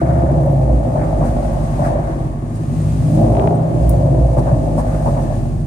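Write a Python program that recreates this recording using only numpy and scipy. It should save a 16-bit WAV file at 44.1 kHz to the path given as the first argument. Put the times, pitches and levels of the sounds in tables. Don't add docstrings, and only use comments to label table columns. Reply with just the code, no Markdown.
import sys
import numpy as np
from scipy import signal
from scipy.fft import rfft, irfft, next_fast_len
from scipy.io import wavfile
from scipy.ndimage import uniform_filter1d

SR = 44100
rng = np.random.default_rng(int(sys.argv[2]) if len(sys.argv) > 2 else 0)


def wav_out(sig):
    wavfile.write(sys.argv[1], SR, np.round(np.clip(np.atleast_2d(sig).T, -1, 1) * 32767).astype(np.int16))


N = 249606
TIME_S = np.arange(N) / SR

# time in seconds, rate in Hz.
FIRING_RATE = [(0, 69.5), (.22, 67.6), (.45, 63), (.75, 58.7), (.95, 53.9), (1.4, 49.4), (1.85, 47.2),
               (2.3, 45.6), (2.65, 47.7), (3.0, 50), (3.2, 55.6), (3.35, 56.8), (3.55, 60), (3.8, 57.7),
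               (3.9, 59), (4.08, 62.6), (4.33, 56.2), (4.55, 55.6), (5.2, 46.5), (5.66, 44.5)]


def engine():
    note_hz = in_time(FIRING_RATE)
    note_cycles = np.cumsum(note_hz) / SR
    cycles = note_cycles / len(CYLINDER_STRENGTH)
    rough_pulses = firings(cycles, rough_db=5, jitter_s=.0012)
    burble = firings(cycles, rough_db=3.2, jitter_s=.0006)
    low_tones = drone(rough_pulses, cycles, note_hz) + growl(rough_pulses, cycles, note_hz)
    upper_pipe = rasp(burble) + bark(burble) + blare(burble) + bite(burble)
    return cabin_boom(note_cycles, note_hz) + low_tones + upper_pipe + ringing(cycles)


# time in seconds, opening from 0 to 1.
THROTTLE_OPENING = [(2.63, 0.03), (2.72, 0.3), (2.95, 0.69), (3.14, 0.96), (3.3, 0.97), (3.6, 0.02)]
CYLINDER_STRENGTH = [-4.5, -6.5, -4, -5]


def firings(cycles, rough_db, jitter_s):
    number = np.floor(cycles * len(CYLINDER_STRENGTH)).astype(int)
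    at = np.flatnonzero(np.diff(number))
    chance = np.clip(rng.standard_normal((N // 100, 2)), -2, 2)
    strength, lateness = chance[:len(at)].T
    unsteady = 1 - np.clip(in_time(THROTTLE_OPENING)[at], 0, 1) / 2
    delay = (jitter_s * SR * unsteady * lateness).astype(int)
    when = np.clip(at + delay, 0, N - 1)
    cylinder_db = np.array(CYLINDER_STRENGTH)[number[at] % len(CYLINDER_STRENGTH)]
    pulses = np.zeros(N)
    pulses[when] = from_db(cylinder_db + rough_db * unsteady * strength)
    return pulses


GARAGE_T60_S = 2.9


def through_garage(pulses, spectrum, near_t60, tail_db):
    turn = np.pi * TIME_S / 2
    out = 0
    for k in range(3):
        response = echoing(spectrum, near_t60, tail_db, GARAGE_T60_S)
        path = signal.oaconvolve(pulses[None], response, axes=1)[:, :N]
        out = out + path * np.cos(turn + k * np.pi / 3)
    return out


def tones(cycles, note_hz, orders, pipe, fade, fade_rate):
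    out = 0
    for k, db in orders:
        order_hz = round(k) * note_hz / len(CYLINDER_STRENGTH)
        gain = from_db(db + at_hz(pipe, order_hz))
        wander = 1 + fade * (drift(fade_rate) + 1j * drift(fade_rate))
        carrier = np.exp(2j * np.pi * (round(k) * cycles + rng.random()))
        out = out + gain * (wander * carrier).real
    return rms_one(out)


# frequency in Hz, relative density in dB per Hz.
DRONE_SPECTRUM = [(32, -37.5), (44, -19.5), (62, -8.5), (85, -14), (105, -4), (132, -1), (158, -2.5),
                  (190, -10), (260, -44)]
# multiple of the engine cycle, relative level in dB.
DRONE_TONES = [(5, 7.5), (7, 3.5), (8, 3), (9, 1.5), (10, -4), (11, 0), (12, -9), (13, -1)]
# time in seconds, level in dB.
DRONE_CURVE = [(0, -15.5), (.6, -18), (1.05, -20), (1.5, -20), (1.9, -19), (2.4, -23), (2.62, -21),
               (2.74, -16), (3.05, -14), (3.4, -16.5), (3.65, -18), (3.9, -17), (4.55, -17.5), (4.9, -19.5),
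               (5.3, -20.5), (5.66, -18)]


def drone(pulses, cycles, note_hz):
    sound = rms_one(through_garage(pulses, DRONE_SPECTRUM, near_t60=.13, tail_db=-7.5))
    orders = tones(cycles, note_hz, DRONE_TONES, DRONE_SPECTRUM, fade=.6, fade_rate=2)
    return from_db(in_time(DRONE_CURVE)) * evened(sound + from_db(2.5) * orders, .22)


# time in seconds, level in dB.
RASP_CURVE = [(0, -21.5), (1.3, -24), (1.55, -25.5), (1.74, -32), (1.9, -21), (2.4, -40), (3.05, -33),
              (3.23, -17), (3.45, -23.5), (3.83, -24), (3.96, -21), (5.3, -27.5), (5.66, -41)]
# frequency in Hz, relative density in dB per Hz.
RASP_SPECTRUM = [(380, -39), (465, -16), (510, 0.5), (580, 4.5), (645, 0.5), (710, -8), (860, -23.5),
                 (2000, -57)]


def rasp(burble):
    sound = through_garage(burble, RASP_SPECTRUM, near_t60=.08, tail_db=-10)
    return from_db(in_time(RASP_CURVE)) * evened(sound, .16)


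# frequency in Hz, relative density in dB per Hz.
GROWL_SPECTRUM = [(150, -37), (200, -4.5), (240, 1.5), (280, -2), (325, 1), (400, -6), (455, -10),
                  (600, -32.5)]
# multiple of the engine cycle, relative level in dB.
GROWL_TONES = [(15, 1), (17, 1), (18, -1.1), (19, -0.56), (20, -0.081), (21, -1.7)]
CRUISE_HZ, GROWL_DB, GROWL_DB_PER_OCTAVE, GROWL_THROTTLE_DB = 53, -25.5, 6, 1
GROWL_FOLLOWS = .16


def growl(pulses, cycles, note_hz):
    rasp_db = in_time(RASP_CURVE)
    level_db = GROWL_DB + GROWL_DB_PER_OCTAVE * np.log2(note_hz / CRUISE_HZ)
    level_db += GROWL_THROTTLE_DB * in_time(THROTTLE_OPENING)
    level_db += GROWL_FOLLOWS * (rasp_db - rasp_db.mean())
    sound = rms_one(through_garage(pulses, GROWL_SPECTRUM, near_t60=.079, tail_db=-14.5))
    orders = tones(cycles, note_hz, GROWL_TONES, GROWL_SPECTRUM, fade=1.0, fade_rate=2.1)
    return from_db(level_db) * evened(sound + from_db(-2.5) * orders, .21)


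# frequency in Hz, relative density in dB per Hz.
BARK_SPECTRUM = [(540, -33), (660, 1), (715, 1), (790, -2), (880, -5.5), (1020, -13), (1500, -37.5)]
# time in seconds, level in dB.
BARK_CURVE = [(0, -24.5), (.88, -29.5), (1.06, -26), (1.73, -31), (1.86, -22), (2.05, -29), (2.5, -40.5),
              (3.08, -38), (3.22, -26.5), (3.41, -25), (3.8, -31.5), (4.05, -28.5), (5.2, -30), (5.66, -42)]


def bark(burble):
    sound = through_garage(burble, BARK_SPECTRUM, near_t60=.06, tail_db=-11)
    return from_db(in_time(BARK_CURVE)) * evened(sound, .14)


# frequency in Hz, relative density in dB per Hz.
BLARE_SPECTRUM = [(200, -27), (290, 2.5), (405, 6), (465, -6), (580, 1.5), (850, -1.5), (1080, -12),
                  (1400, -23.5), (2200, -42.5)]
# time in seconds, level in dB.
BLARE_CURVE = [(3.0, -61), (3.13, -36), (3.22, -24), (3.31, -26), (3.41, -14.5), (3.55, -22.5), (3.9, -58)]


def blare(burble):
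    sound = through_garage(burble, BLARE_SPECTRUM, near_t60=.04, tail_db=-14)
    return from_db(in_time(BLARE_CURVE)) * evened(sound, .073)


# frequency in Hz, relative density in dB per Hz.
BITE_SPECTRUM = [(700, -10.5), (1100, 9), (1400, -5.5), (1700, -3.5), (2200, -11.5), (2800, -20.5),
                 (4000, -24.5), (8000, -50)]
# time in seconds, level in dB.
BITE_CURVE = [(0, -42), (.8, -42.5), (1.3, -39), (2.0, -38), (2.4, -44.5), (3.25, -41.5), (3.41, -42),
              (3.65, -41), (4.3, -44), (4.8, -43), (5.3, -42.5), (5.66, -49.5)]


def bite(burble):
    sound = through_garage(burble, BITE_SPECTRUM, near_t60=.03, tail_db=-8)
    return from_db(in_time(BITE_CURVE)) * evened(sound, .056)


# time in seconds, level in dB.
BOOM_CURVE = [(0, -23), (.2, -18), (.45, -27.5), (.73, -21), (.9, -29), (1.15, -19), (1.6, -22),
              (2.35, -28), (3.0, -37), (3.27, -20), (3.43, -31), (3.55, -46), (3.72, -46), (3.82, -23),
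              (4.55, -20.5), (5.66, -24.5)]
CABIN_HZ, CABIN_WIDTH_HZ, CABIN_LIFT_DB = 58.7, 1.33, 11.5


def cabin_boom(note_cycles, note_hz):
    lift_db = CABIN_LIFT_DB / (1 + ((note_hz - CABIN_HZ) / CABIN_WIDTH_HZ) ** 2)
    tone = np.sqrt(2) * np.sin(2 * np.pi * note_cycles + .22 * drift(12))
    return from_db(in_time(BOOM_CURVE) + lift_db) * tone * from_db([[-.7], [.4]])


# centre in seconds, multiple of the engine cycle, level in dB, half length in seconds.
GARAGE_RINGS = [(0.09, 7, -23.5, 0.17), (.5, 9, -16.5, 0.18), (0.892, 9, -18, 0.114),
                (1.047, 23, -32.5, 0.12), (1.113, 12, -22.5, 0.085), (1.892, 26, -31.5, 0.126),
                (2.2, 11, -22, 0.13), (2.73, 20, -20, 0.02), (2.804, 13, -24.5, 0.1),
                (2.924, 11, -26, 0.11), (3.12, 12, -14.5, 0.11), (3.22, 16, -19.5, 0.12),
                (3.2, 23, -22.5, 0.12), (3.285, 8, -24, 0.17), (3.34, 11, -19, 0.059),
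                (3.643, 11, -21, 0.34), (4.0, 7, -20, 0.1), (4.123, 9, -15, 0.23), (5.095, 12, -21.5, 0.17)]


def ringing(cycles):
    out = 0
    for s, k, db, length in GARAGE_RINGS:
        swell = np.exp(-((TIME_S - s) / length) ** 2)
        tone = np.sqrt(2) * np.sin(2 * np.pi * (round(k) * cycles + rng.random()))
        out = out + from_db(db) * swell * tone
    return out


# start in seconds, thump frequency in Hz, thump level in dB,
# hollow ring level in dB, crack level in dB.
EXHAUST_POPS = [(.286, 147, -30, -16, -29), (.469, 99, -25, -15, -32), (.951, 138, -14, -15.5, -24.5),
                (1.209, 136.4, -11, -18, -24), (1.392, 121, -32, -23, -46), (1.790, 150, -14.5, -15, -27),
                (1.952, 101, -23, -15.5, -33), (4.208, 134, -34, -21.5, -44), (4.367, 136, -22, -18, -22.5),
                (4.465, 140, -28, -34, -24), (4.512, 131, -10.5, -21, -28), (4.774, 239, -17.5, -18, -21),
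                (5.054, 135, -10.5, -19.5, -21), (5.163, 242, -20, -19, -23.5),
                (5.297, 144, -18.5, -21, -32)]
# frequency in Hz, relative density in dB per Hz.
THUMP_SPECTRUM = [(50, -25), (90, -8), (125, 0), (190, -6), (240, -3), (330, -6), (460, -20), (900, -55)]
# frequency in Hz, relative density in dB per Hz.
CRACK_SPECTRUM = [(250, -22), (460, -11), (570, 1), (800, -2), (1100, -10), (1400, -27), (1800, -32),
                  (3000, -50), (6000, -72)]


def pops(crack_s=.043, thump_s=.015, ring_hz=590, ring_s=.0052, echo_db=-12, right_lag_s=.00024):
    out, t = np.zeros((2, N)), np.arange(SR // 2) / SR
    thump_swell = np.sqrt(2) * (t / thump_s * np.exp(1 - t / thump_s)) ** 2
    ring_swell = np.sqrt(2) * (t / ring_s * np.exp(1 - t / ring_s)) ** 2
    crack_decay = np.exp(-(t / crack_s) ** 4) + from_db(-11 - 60 * t / .7)
    crack_envelope = (1 - np.exp(-t / .003)) * crack_decay
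    echo_envelope = from_db(echo_db - 60 * t / 1.6)
    phase = 2 * np.pi * np.array([t, t - right_lag_s])
    ring = ring_swell * np.sin(ring_hz * phase)
    for s, hz, thump_db, ring_db, crack_db in EXHAUST_POPS:
        thump = thump_swell * np.sin(hz * phase) + stereo_noise(THUMP_SPECTRUM, echo_envelope)
        crack = stereo_noise(CRACK_SPECTRUM, crack_envelope)
        add(out, s, from_db(thump_db) * thump + from_db(ring_db) * ring + from_db(crack_db) * crack)
    return out


# time in seconds, level in dB.
ROLLING_CURVE = [(0, -51), (.7, -51), (1.6, -46.5), (1.86, -45.5), (1.99, -52.5), (2.1, -49), (2.4, -54.5),
                 (2.85, -45), (3.17, -44), (3.62, -52), (3.85, -46), (4.12, -49.5), (5.1, -47), (5.36, -47),
                 (5.66, -52.5)]
# frequency in Hz, relative density in dB per Hz.
HISS_SPECTRUM = [(1000, -10.5), (2500, 4), (3200, -2), (4200, -2), (4730, -1), (5600, -2.5), (6900, 1.5),
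                 (7850, -3), (8500, 3), (9600, -1.5), (11000, -6), (13000, -8), (15500, -19)]


def rolling():
    return stereo_noise(HISS_SPECTRUM, from_db(in_time(ROLLING_CURVE) + .5 * drift(20)))


# centre in seconds, scrub level in dB, spray level in dB, half length in seconds.
TYRE_SCRUBS = [(0.075, -37.5, -69, 0.28), (1.031, -36.5, -61, 0.06), (1.272, -37.5, -46, 0.036),
               (1.861, -32, -46, 0.033), (2.048, -42, -64, 0.15), (2.56, -63, -48, 0.023),
               (4.392, -53, -44, 0.017), (4.482, -41, -54, 0.041), (4.794, -50, -42.5, 0.026),
               (4.92, -41, -52, 0.073), (5.087, -46, -49, 0.087)]
# frequency in Hz, relative density in dB per Hz.
SCRUB_SPECTRUM = [(850, -28), (1150, 13), (1750, 3.5), (2200, -3.5), (3000, -26.5), (12000, -35)]
# frequency in Hz, relative density in dB per Hz.
SPRAY_SPECTRUM = [(2500, -8), (4700, 3), (5800, 2), (7000, 3), (9000, 7.5), (11000, 0), (14500, -8),
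                  (16000, -18)]


def scrubs():
    scrubbing, spraying = np.zeros((2, N))
    for s, scrub_db, spray_db, length in TYRE_SCRUBS:
        swell = np.exp(-((TIME_S - s) / length) ** 2)
        scrubbing += from_db(scrub_db) * swell
        spraying += from_db(spray_db) * swell
    judder = from_db(2.2 * drift(70) - .5)
    return stereo_noise(SCRUB_SPECTRUM, scrubbing * judder) + stereo_noise(SPRAY_SPECTRUM, spraying)


# frequency in Hz, relative density in dB per Hz.
SQUEAL_SPECTRUM = [(1450, -22), (1740, -4), (2050, -26)]
# time in seconds, level in dB.
SQUEAL_CURVE = [(4.25, -74), (4.47, -46), (4.68, -60), (4.92, -52.5), (5.3, -48.5), (5.66, -66)]


def squeal():
    return stereo_noise(SQUEAL_SPECTRUM, from_db(in_time(SQUEAL_CURVE)))


# start in seconds, relative level in dB.
KEY_KNOCKS = [(.433, -50), (.461, -51), (.52, -51), (1.531, -50), (3.11, -48), (3.15, -46), (3.215, -48),
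              (3.33, -51), (3.8934, -28.5)]
# frequency in Hz, relative density in dB per Hz.
KNOCK_SPECTRUM = [(2000, -40), (4500, -19), (7500, -15), (9500, -3), (12000, -8), (14500, -4), (16000, -10)]
# frequency in Hz, relative level in dB, 60 dB decay time in seconds.
KEY_RESONANCES = [(9450, -6, .12), (10500, -4, .12), (11000, -13, .15), (12100, -12, .1), (14110, -10, .13),
                  (14305, -12, .13), (14495, -10, .13), (14830, -10, .12), (15450, -6, .1)]


def keys():
    out, t = np.zeros((2, N)), np.arange(SR // 3) / SR
    crack_envelope = from_db(-60 * t / .025) + from_db(-15 - 60 * t / .2)
    for s, db in KEY_KNOCKS:
        crack = stereo_noise(KNOCK_SPECTRUM, crack_envelope)
        ring = 0
        for hz, mode_db, t60 in KEY_RESONANCES:
            mode = np.sin(2 * np.pi * (hz * t + rng.random((2, 1))))
            ring = ring + from_db(mode_db - 60 * t / t60) * mode
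        add(out, s, from_db(db + 3) * crack + from_db(db - 12) * ring)
    return out


# centre in seconds, level in dB in the left channel.
TRIM_SQUEAKS = [(2.815, -43), (3.555, -44), (5.0, -45)]


def trim(squeak_hz=8500, squeak_s=.008):
    swell = np.zeros(N)
    for s, db in TRIM_SQUEAKS:
        swell += from_db(db) * np.exp(-((TIME_S - s) / squeak_s) ** 2)
    squeaks = swell * np.sin(2 * np.pi * squeak_hz * TIME_S + drift(120))
    return squeaks * from_db([[1], [-9]])


# centre in seconds, peak level in dB.
OVERLOAD_CRACKLES = [(3.352, -18), (3.3695, -18), (3.3968, -12.5), (3.475, -12.5)]


def overload(crackle_hz=1700, crackle_s=.00019):
    crackles = np.zeros(N)
    for s, db in OVERLOAD_CRACKLES:
        since = TIME_S - s
        burst = np.exp(-(since / crackle_s) ** 2) * np.cos(2 * np.pi * crackle_hz * since)
        crackles += from_db(db) * burst
    return crackles * [[1], [0]]


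def from_db(db):
    return 10 ** (np.asarray(db) / 20)


def rms_one(x):
    return x / np.sqrt(np.mean(x ** 2) + 1e-20)


def in_time(rows):
    s, value = np.transpose(rows)
    return uniform_filter1d(np.interp(TIME_S, s, value), size=SR // 25)


def at_hz(points, hz):
    f, value = np.transpose(points)
    return np.interp(np.log(hz + 1e-9), np.log(f), value)


def drift(rate):
    hz = np.arange(N // 2 + 1) * SR / N
    return rms_one(irfft(rfft(rng.standard_normal(N)) / (1 + (hz / rate) ** 4), N))


# frequency in Hz, correlation from -1 to 1.
MIC_LIKENESS = [(60, .98), (130, .93), (290, .85), (450, .65), (640, .25), (1000, -.35), (1400, -.4),
                (2400, 0), (15000, 0)]
# frequency in Hz, left minus right in dB.
MIC_BALANCE = [(55, -9.5), (130, 0), (240, -1), (320, -1), (560, 2.5), (1000, 2), (2000, 2), (3200, 0.5),
               (7200, -0.5), (8500, 9.5), (10000, 5.5), (14000, -1)]


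def stereo_noise(spectrum, envelope):
    n = 2 * next_fast_len(len(envelope) // 2 + 2048, True)
    mid, side = rfft(rng.standard_normal((2, len(envelope))) * envelope, n)
    hz = np.arange(1, len(mid) + 1) * SR / n
    sides = np.array([[1], [-1]])
    alike = np.clip(at_hz(MIC_LIKENESS, hz), -1, 1)
    pair = np.sqrt((1 + alike) / 2) * mid + np.sqrt((1 - alike) / 2) * side * sides
    skirts_db = -20 * np.log10((1 + (hz / spectrum[-1][0]) ** 2) * (1 + spectrum[0][0] / hz))
    colour = causal(at_hz(spectrum, hz) + skirts_db + sides * at_hz(MIC_BALANCE, hz) / 2)
    colour = colour / np.sqrt(np.mean(np.abs(colour) ** 2))
    return irfft(pair * colour, n)[:, :len(envelope)]


def causal(gain_db):
    cepstrum = irfft(np.log(from_db(gain_db)))
    half = cepstrum.shape[-1] // 2
    cepstrum[:, 1:half] *= 2
    cepstrum[:, half + 1:] = 0
    return np.exp(rfft(cepstrum))


def echoing(spectrum, near_t60, tail_db, tail_t60):
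    t = np.arange(SR) / SR
    return stereo_noise(spectrum, from_db(-60 * t / near_t60) + from_db(tail_db - 60 * t / tail_t60))


def evened(x, seconds):
    power = np.mean(np.atleast_2d(x) ** 2, axis=0)
    size = max(int(seconds * SR), 2)
    smooth = uniform_filter1d(uniform_filter1d(power, size), size)
    return x / np.sqrt(np.abs(smooth) + 1e-12)


def add(out, s, sound):
    i = int(np.clip(round(s * SR), 0, N - 1))
    out[:, i:i + sound.shape[-1]] += sound[..., :N - i]


def scene():
    fade_in = np.minimum(TIME_S / .005, 1)
    tyres = rolling() + scrubs() + squeal()
    return fade_in * (engine() + pops() + tyres + keys() + trim() + overload())


def record(dry):
    x = signal.sosfilt(signal.butter(8, 37, "high", fs=SR, output="sos"), dry)
    x = x / (1 + (x / .95) ** 8) ** (1 / 8)
    return signal.sosfilt(signal.ellip(10, .2, 80, 15700, fs=SR, output="sos"), x)


dry = scene()
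out = record(dry)
wav_out(out)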